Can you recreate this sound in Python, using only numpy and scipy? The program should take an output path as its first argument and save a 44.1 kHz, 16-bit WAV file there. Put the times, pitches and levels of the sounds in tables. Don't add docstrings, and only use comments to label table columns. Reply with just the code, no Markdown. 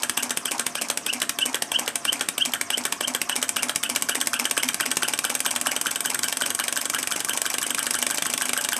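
import sys
import numpy as np
from scipy import signal
from scipy.fft import rfft, irfft, next_fast_len
from scipy.io import wavfile
from scipy.ndimage import uniform_filter1d

SR = 44100
rng = np.random.default_rng(int(sys.argv[2]) if len(sys.argv) > 2 else 0)


def transcribe(signal):
    frames = np.atleast_2d(signal).T
    limited = np.clip(frames, -1, 1)
    pcm = np.round(limited * 32767).astype(np.int16)
    wavfile.write(sys.argv[1], SR, pcm)


N = 387638
TIME = np.arange(N) / SR

# frequency in Hz, relative spectral density in dB.
RUSH_SPECTRUM = [(18, -51), (30, -24), (181, 2), (247, 10), (354, 5.5), (965, -5.5), (1100, 0),
                 (1880, -3.5), (3070, -4), (4070, -9.5), (7170, -8), (8160, -3.5), (12000, -22),
                 (13000, -17), (14000, -25)]
# frequency in Hz, 60 dB decay time in seconds, gain in dB.
ROOM_BANDS = [(101, 0.96, -4), (288, 0.31, -9.5), (1050, 0.57, -7), (2940, 0.15, -12.5),
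              (7900, 0.22, -13.5), (14000, 0.19, -14)]
# time in seconds, turns per second.
FLYWHEEL_SPEED = [(0.0, 3.7788), (0.691, 3.2931), (1.19, 3.0997), (1.79, 2.9772), (2.615, 3.0968),
                  (3.534, 3.7625), (3.784, 3.702), (4.218, 4.0787), (5.527, 4.7922), (5.888, 5.1671),
                  (6.303, 5.6151), (6.553, 5.5964), (6.802, 5.7923), (7.114, 5.6919), (7.364, 5.9311),
                  (8.243, 6.4621), (8.54, 6.423), (8.79, 6.4827)]
# time in seconds, then the lag of clacks 0 to 3 behind their quarter turns in strokes.
VALVE_LAG = [(0.0, 0.063, 0.0, 0.163, -0.03), (2.8, 0.055, 0.0, 0.136, 0.109),
             (8.79, -0.05, 0.0, 0.084, -0.001)]
# centre after the clack and spread, both in strokes,
# frequency in Hz, bandwidth in Hz, level when slow in dB, level when fast in dB.
SLIDING_CONTACTS = [
    [(0.18, 0.19, 1580, 410, -33, -34.5), (0.15, 0.12, 8500, 2200, -37, -35),
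     (0.17, 0.23, 5300, 1600, -47, -46)],
    [(0.86, 0.27, 1118, 190, -46.5, -38.5), (0.69, .6, 702, 30, -51, -51)],
    [(0.44, 0.19, 1557, 190, -36, -32), (0.45, 0.16, 3040, 220, -37, -32),
     (0.45, 0.1, 8400, 880, -34.5, -43), (0.34, 0.17, 5440, 1300, -38, -46)],
    [(0.48, .28, 880, 430, -37.5, -37.5), (0.24, 0.25, 2300, 380, -40, -38.5),
     (0.39, 0.21, 6050, 2300, -40.5, -38)],
]
# time in seconds, delay in strokes, top pitch in Hz, level in dB.
SQUEAK_COURSE = [(0.2, 0.41, 2840, -30), (0.8, 0.49, 2820, -30), (1.1, 0.46, 2910, -18.5),
                 (1.45, 0.52, 3084, -16.5), (2.45, 0.53, 3135, -15), (3.05, 0.54, 3090, -23.5),
                 (3.6, 0.42, 2845, -28), (5.05, 0.37, 2930, -30), (5.9, 0.4, 3050, -41)]
# turns from its peak, pitch ratio, relative level in dB.
SQUEAK_CONTOUR = [(-.095, .86, -30), (-.068, .87, -16), (-.048, .875, -11), (-.038, .89, -3.5),
                  (-.015, .95, -2.5), (.002, 1.01, 4), (.012, 0.99, 3.5), (0.021, .99, -14)]
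# level in dB, waver as a fraction of the pitch.
SQUEAK_JITTER = [(-30, .028), (-20, .013)]
# frequency in Hz, relative level in dB.
BOARD_MODES = [(246, -2), (291, -8)]
# time in seconds, level in dB.
BOARD_DRIVE = [(0, -35.5), (1, -33), (2, -35), (3, -34), (4, -31), (4.8, -31), (5.5, -39.5), (6.2, -48),
               (8.8, -41)]
# lag when slow and when fast in ms,
# level when slow and when fast in dB, frequency in Hz, bandwidth in Hz.
JOINT_TAPS = [
    [(12, 21, -26, -49, 8400, 6400)],
    [],
    [(8, 10.5, -39, -35, 9700, 2420), (-3, -14.5, -34, -28.5, 7500, 4400)],
    [(8.5, 12.5, -33, -32, 7200, 7400), (-5.5, -3, -28, -37, 435, 500)],
]
# turns per second, lead in ms, level in dB.
KNOCK_BY_SPEED = [(3.7, 3.5, -30), (3.85, 5, -22), (4.2, 7.3, -20), (4.6, 7.9, -22), (6.3, 9, -23.5)]
# frequency in Hz, 60 dB decay time in seconds, relative level in dB.
FRAME_MODES = [(139.8, .12, -32), (244.1, .15, -20.5), (289, 0.17, -22), (581.5, 0.12, -23.5),
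               (697.5, 0.19, -24), (861, 0.09, -20), (1104, 0.04, -17.5), (1552, 0.12, -19.5),
               (1640, 0.082, -36), (2332, 0.043, -15.5), (2860, 0.043, -23), (3100, 0.046, -22),
               (3336, 0.02, -22), (6230, 0.035, -15), (7800, 0.05, -19), (8130, 0.12, -11),
               (8440, 0.049, -10), (12840, 0.028, -12)]
# frequency in Hz, then the relative level of clacks 0 to 3 in dB.
CLACK_SPECTRA = [(55, -20, -16, -22, -36), (117, -18.5, -13, -20.5, -37), (242, -15.5, -8, -9, -24),
                 (487, -3, -8.5, -7, -5), (860, -9, -7.5, -7.5, -11.5), (1480, -6.5, -5.5, -4.5, -8),
                 (2170, -8, -2.5, -10.5, -1.5), (3174, 1.5, -3, 1.5, -3.5), (4240, -9.5, -9.5, -13, -15.5),
                 (5260, -7, -3.5, -9, -3), (7590, -5.5, -4, -13.5, -8), (7630, 0.5, 1.5, -0.5, 1),
                 (10760, -8.5, -4, -8, -6), (13200, -20.5, -16, -14.5, -19), (14900, -15, -4.5, -48, -34)]
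# chatter time in ms, settling time in ms, relative levels of
# frame ring and rattling tail in dB, tail decay in ms, tick frequency in Hz, tick bandwidth in Hz.
CLACK_CONTACTS = [(2.75, 0.97, -0.5, -4.5, 9, 6000, 4100), (2.27, 1.1, -5, -5, 8.3, 6300, 4000),
                  (2.15, 1.14, -0.5, -5.5, 9.3, 5950, 4000), (2.1, 0.96, -1.5, -3.5, 13.4, 6100, 6800)]
# turns per second, level in dB, treble tilt in dB,
# lead of the tick in ms, tick level in dB.
CLACK_FORCE = [
    [(3.1, -16, -4, 15, -27), (4.1, -15, -0.5, 8, -25.5), (5.5, -18.5, 1.5, 8.5, -34),
     (6.3, -17, 0, 8, -25)],
    [(3.1, -14, -1.5, 2.8, -39), (4.3, -13.5, 0.5, 14, -29), (5.5, -16, 0.5, 8, -41),
     (6.3, -15, -2, 2.7, -39)],
    [(3.2, -18, -3, 2.2, -39), (3.7, -15.7, -2, 4.8, -23.5), (4.7, -15.5, 1, 8, -22.5),
     (6.3, -18, 1.5, 8, -24.5)],
    [(3.1, -18, 2, 5.7, -24), (4.2, -16.3, -2.5, 5.2, -25), (5.3, -19.5, 1.5, 3.2, -26),
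     (6.3, -20.5, 3, 3, -33)],
]


def undb(db):
    return 10 ** (np.asarray(db) / 20)


def unit(x):
    return x / np.sqrt(np.mean(x ** 2) + 1e-18)


def add(out, start_s, x):
    i = int(round(start_s * SR))
    a, b = max(i, 0), min(i + len(x), N)
    if b > a:
        out[a:b] += x[a - i:b - i]


def lookup(table, at):
    first, *columns = np.transpose(table)
    return [np.interp(at, first, column) for column in columns]


def by_stroke(table):
    return [(stroke, *row) for stroke, rows in enumerate(table) for row in rows]


def band(x, hz, width):
    hz = min(hz, SR / 2 - 2000)
    b, a = signal.iirpeak(hz, hz / min(1.5 * width, SR / 3), fs=SR)
    return signal.lfilter(b, a, signal.lfilter(b, a, x))


def colour(x, hz, db):
    size = next_fast_len(2 * len(x)) // 2 * 2
    f = np.maximum(np.arange(size // 2 + 1) * SR / size, 1)
    cepstrum = irfft(np.log(undb(np.interp(np.log(f), np.log(hz), db))))
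    cepstrum[1:size // 2] *= 2
    cepstrum[size // 2 + 1:] = 0
    return irfft(rfft(x, size) * np.exp(rfft(cepstrum)))[:len(x)]


def wander(rate_hz):
    step = max(int(SR / rate_hz), 1)
    stairs = np.repeat(rng.standard_normal(N // step + 1), step)
    return unit(uniform_filter1d(stairs, step)[:N])


def chatter(noise, hold_ms, settle_ms):
    ms = 1000 * np.arange(len(noise)) / SR
    return noise * np.exp(-np.maximum(ms - hold_ms, 0) / settle_ms)


def blow(x, db):
    return x * undb(db) * np.sqrt(.003 * SR / np.sum(x ** 2))


def flames_and_bearings(level_db=-44.5, flicker_db=2.0, drone_db=-62):
    rush = unit(colour(rng.standard_normal(N), *np.transpose(RUSH_SPECTRUM)))
    rush *= undb(level_db + flicker_db * wander(25))
    drone = unit(band(rng.standard_normal(N), hz=98, width=12))
    return rush + undb(drone_db) * drone


def room(x, onset_s=0.0093, size=16384):
    t = np.arange(size) / SR
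    hz, t60, db = np.transpose(ROOM_BANDS)
    log_f = np.log(np.maximum(np.arange(size // 2 + 1) * SR / size, 1))
    response = 0
    for k, share in enumerate(np.eye(len(hz))):
        band_gain = np.sqrt(np.interp(log_f, np.log(hz), share))
        noise = irfft(rfft(rng.standard_normal(size)) * band_gain)
        fade = undb(-60 * t / t60[k]) * (1 - np.exp(-(t / onset_s) ** 2))
        response = response + undb(db[k]) * noise * fade / np.sqrt(np.sum(fade ** 2))
    return signal.fftconvolve(x, response)[:N]


def crank_window(angle, centre, spread):
    offset = (angle - centre + 2) % 4 - 2
    return np.exp(-.5 * (offset / spread) ** 2)


def swish(angle, pace, start_hz=7000, end_hz=5000, centre=1.63, spread=0.143, slow_db=-44, fast_db=-46):
    travel = np.clip((angle % 4 - centre) / (3 * spread) + .5, 0, 1)
    phase = 2 * np.pi * np.cumsum(start_hz + travel * (end_hz - start_hz)) / SR
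    whistle = unit(wander(1600) * np.sin(phase) + wander(1600) * np.cos(phase))
    return whistle * crank_window(angle, centre, spread) * undb(slow_db + pace * (fast_db - slow_db))


def rubs(angle, pace, grain_db=4, patchy_db=1.3):
    out = np.zeros(N)
    for stroke, centre, spread, hz, width, slow_db, fast_db in by_stroke(SLIDING_CONTACTS):
        grains = rng.standard_normal(N) * undb(grain_db * wander(1100) + patchy_db * wander(90))
        window = crank_window(angle, stroke + centre, spread)
        out += unit(band(grains, hz, width)) * window * undb(slow_db + pace * (fast_db - slow_db))
    return out


def squeaks(times, speed, rough_db=0.5, overtone_db=-30):
    out, wobble, grit = np.zeros(N), wander(500), wander(400)
    turns, ratio, contour_db = np.transpose(SQUEAK_CONTOUR)
    for start in times[2::4]:
        if start > SQUEAK_COURSE[-1][0]:
            break
        delay, top_hz, db = lookup(SQUEAK_COURSE, start)
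        waver, = lookup(SQUEAK_JITTER, db)
        from_peak = (TIME - start) * speed[int(start * SR)] - delay / 4
        on = (from_peak > turns[0]) & (from_peak < turns[-1])
        hz = top_hz * np.interp(from_peak[on], turns, ratio) * (1 + waver * wobble[on])
        phase = 2 * np.pi * np.cumsum(hz) / SR
        gain = undb(db + np.interp(from_peak[on], turns, contour_db) + rough_db * grit[on])
        out[on] += gain * (np.sin(phase) + undb(overtone_db) * np.sin(2 * phase))
    return out


def board_drumming(times, swell_s=0.023, sharpness=2.5, detune=0.021, scatter_db=1, size=6000):
    out, t = np.zeros(N), np.arange(size) / SR
    swell = (t / swell_s * np.exp(1 - t / swell_s)) ** sharpness
    for start in times[3::4]:
        drive_db, = lookup(BOARD_DRIVE, start)
        for hz, db in BOARD_MODES:
            drift, phase, force = rng.standard_normal(3)
            ring = np.sin(2 * np.pi * (hz * (1 + detune * drift) * t + phase))
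            add(out, start, undb(db + scatter_db * force + drive_db) * swell * ring)
    return out


def joint_taps(times, pace, scatter_db=3.0, scatter_ms=1.2, size=900):
    out = np.zeros(N)
    for stroke, slow_ms, fast_ms, slow_db, fast_db, hz, width in by_stroke(JOINT_TAPS):
        for start in times[stroke::4]:
            pace_now = np.interp(start, TIME, pace)
            late, force = rng.standard_normal(2)
            lag_ms = slow_ms + pace_now * (fast_ms - slow_ms) + scatter_ms * late
            db = slow_db + pace_now * (fast_db - slow_db) + scatter_db * force
            tap = band(chatter(rng.standard_normal(size), hold_ms=1.8, settle_ms=1.9), hz, width)
            add(out, start + lag_ms / 1000, blow(tap, db))
    return out


def knocks(times, speed, ring_db=-7, scatter_db=1.3, size=4000):
    out = np.zeros(N)
    for start in times[2::4]:
        push = chatter(rng.standard_normal(size), hold_ms=2.7, settle_ms=0.78)
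        force, rate = rng.standard_normal(), speed[int(start * SR)]
        if rate > KNOCK_BY_SPEED[0][0]:
            lead_ms, db = lookup(KNOCK_BY_SPEED, rate)
            knock = blow(band(push, hz=1530, width=340), db)
            ring = blow(band(push, hz=1547, width=43.4), db + ring_db)
            add(out, start - lead_ms / 1000, (knock + ring) * undb(scatter_db * force))
    return out


def frame_ring(t, scatter_db=2.0, detune=0.0052, build_cycles=3):
    hz, t60, db = np.transpose(FRAME_MODES)[:, :, None]
    drift, force, phase = rng.standard_normal((3, len(FRAME_MODES), 1))
    fade = undb(-60 * t / t60) * (1 - np.exp(-t * hz / build_cycles))
    energy = np.sum(fade ** 2, axis=1, keepdims=True) / (.006 * SR)
    fade *= undb(db + scatter_db * force) / np.sqrt(energy)
    return np.sum(fade * np.sin(2 * np.pi * (hz * (1 + detune * drift) * t + phase)), axis=0)


def clack_times(speed, start_strokes=-0.433):
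    crank = start_strokes + 4 * np.cumsum(speed) / SR
    valves = [crank - lag for lag in lookup(VALVE_LAG, TIME)]
    samples = [np.searchsorted(valves[n % 4][:-1], n) for n in range(int(crank[-1]) + 1)]
    return TIME[samples]


def clacks(times, speed, alike=0.37, clack_db=.5, scatter_db=0.85, treble_scatter_db=1.5,
           tick_scatter_db=2, lead_scatter=.08, size=6000):
    out, t = np.zeros(N), np.arange(size) / SR
    hz, *spectra = np.transpose(CLACK_SPECTRA)
    tilt_shape = np.clip(np.log2(hz / 4500), -.5, .5)
    faces = rng.standard_normal((4, size))
    for n, start in enumerate(times):
        stroke = n % 4
        hold_ms, settle_ms, ring_db, tail_db, tail_ms, tick_hz, tick_width = CLACK_CONTACTS[stroke]
        db, treble_db, lead_ms, tick_db = lookup(CLACK_FORCE[stroke], speed[int(start * SR)])
        force, edge, play, nudge = rng.standard_normal(4)
        db += scatter_db * force
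        fresh, rattle, touch = rng.standard_normal((3, size))
        tick = band(chatter(touch, hold_ms=1.1, settle_ms=3.7), tick_hz, tick_width)
        lead_s = lead_ms * (1 + lead_scatter * play) / 1000
        add(out, start - lead_s, blow(tick, tick_db + tick_scatter_db * nudge))
        strike = chatter(np.tanh(fresh + alike * faces[stroke]), hold_ms, settle_ms)
        hit = blow(strike, 0) + blow(chatter(rattle, 0, tail_ms), tail_db)
        tilt = (treble_db + treble_scatter_db * edge) * tilt_shape
        add(out, start, blow(colour(hit, hz, spectra[stroke] + tilt), db + clack_db))
        add(out, start, undb(db + ring_db) * frame_ring(t))
    return out


def scene():
    speed, = lookup(FLYWHEEL_SPEED, TIME)
    times = clack_times(speed)
    padded_times = np.r_[2 * times[0] - times[1], times, 2 * times[-1] - times[-2]]
    angle = np.interp(TIME, padded_times, np.arange(-1, len(times) + 1))
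    pace = np.clip((speed - 3.2) / 1.9, 0, 1)
    impacts = clacks(times, speed) + joint_taps(times, pace) + knocks(times, speed)
    engine = impacts + board_drumming(times)
    engine += rubs(angle, pace) + swish(angle, pace) + squeaks(times, speed)
    return (engine + room(engine) + flames_and_bearings())[None]


def record(dry, ceiling=0.84, bass_hz=90, top_hz=13600):
    thin = signal.sosfilt(signal.butter(2, bass_hz, "highpass", fs=SR, output="sos"), dry)
    rounded = thin / (1 + (thin / ceiling) ** 4) ** .25
    return signal.sosfilt(signal.cheby1(8, .3, top_hz, fs=SR, output="sos"), rounded)


dry = scene()
out = record(dry)
transcribe(out)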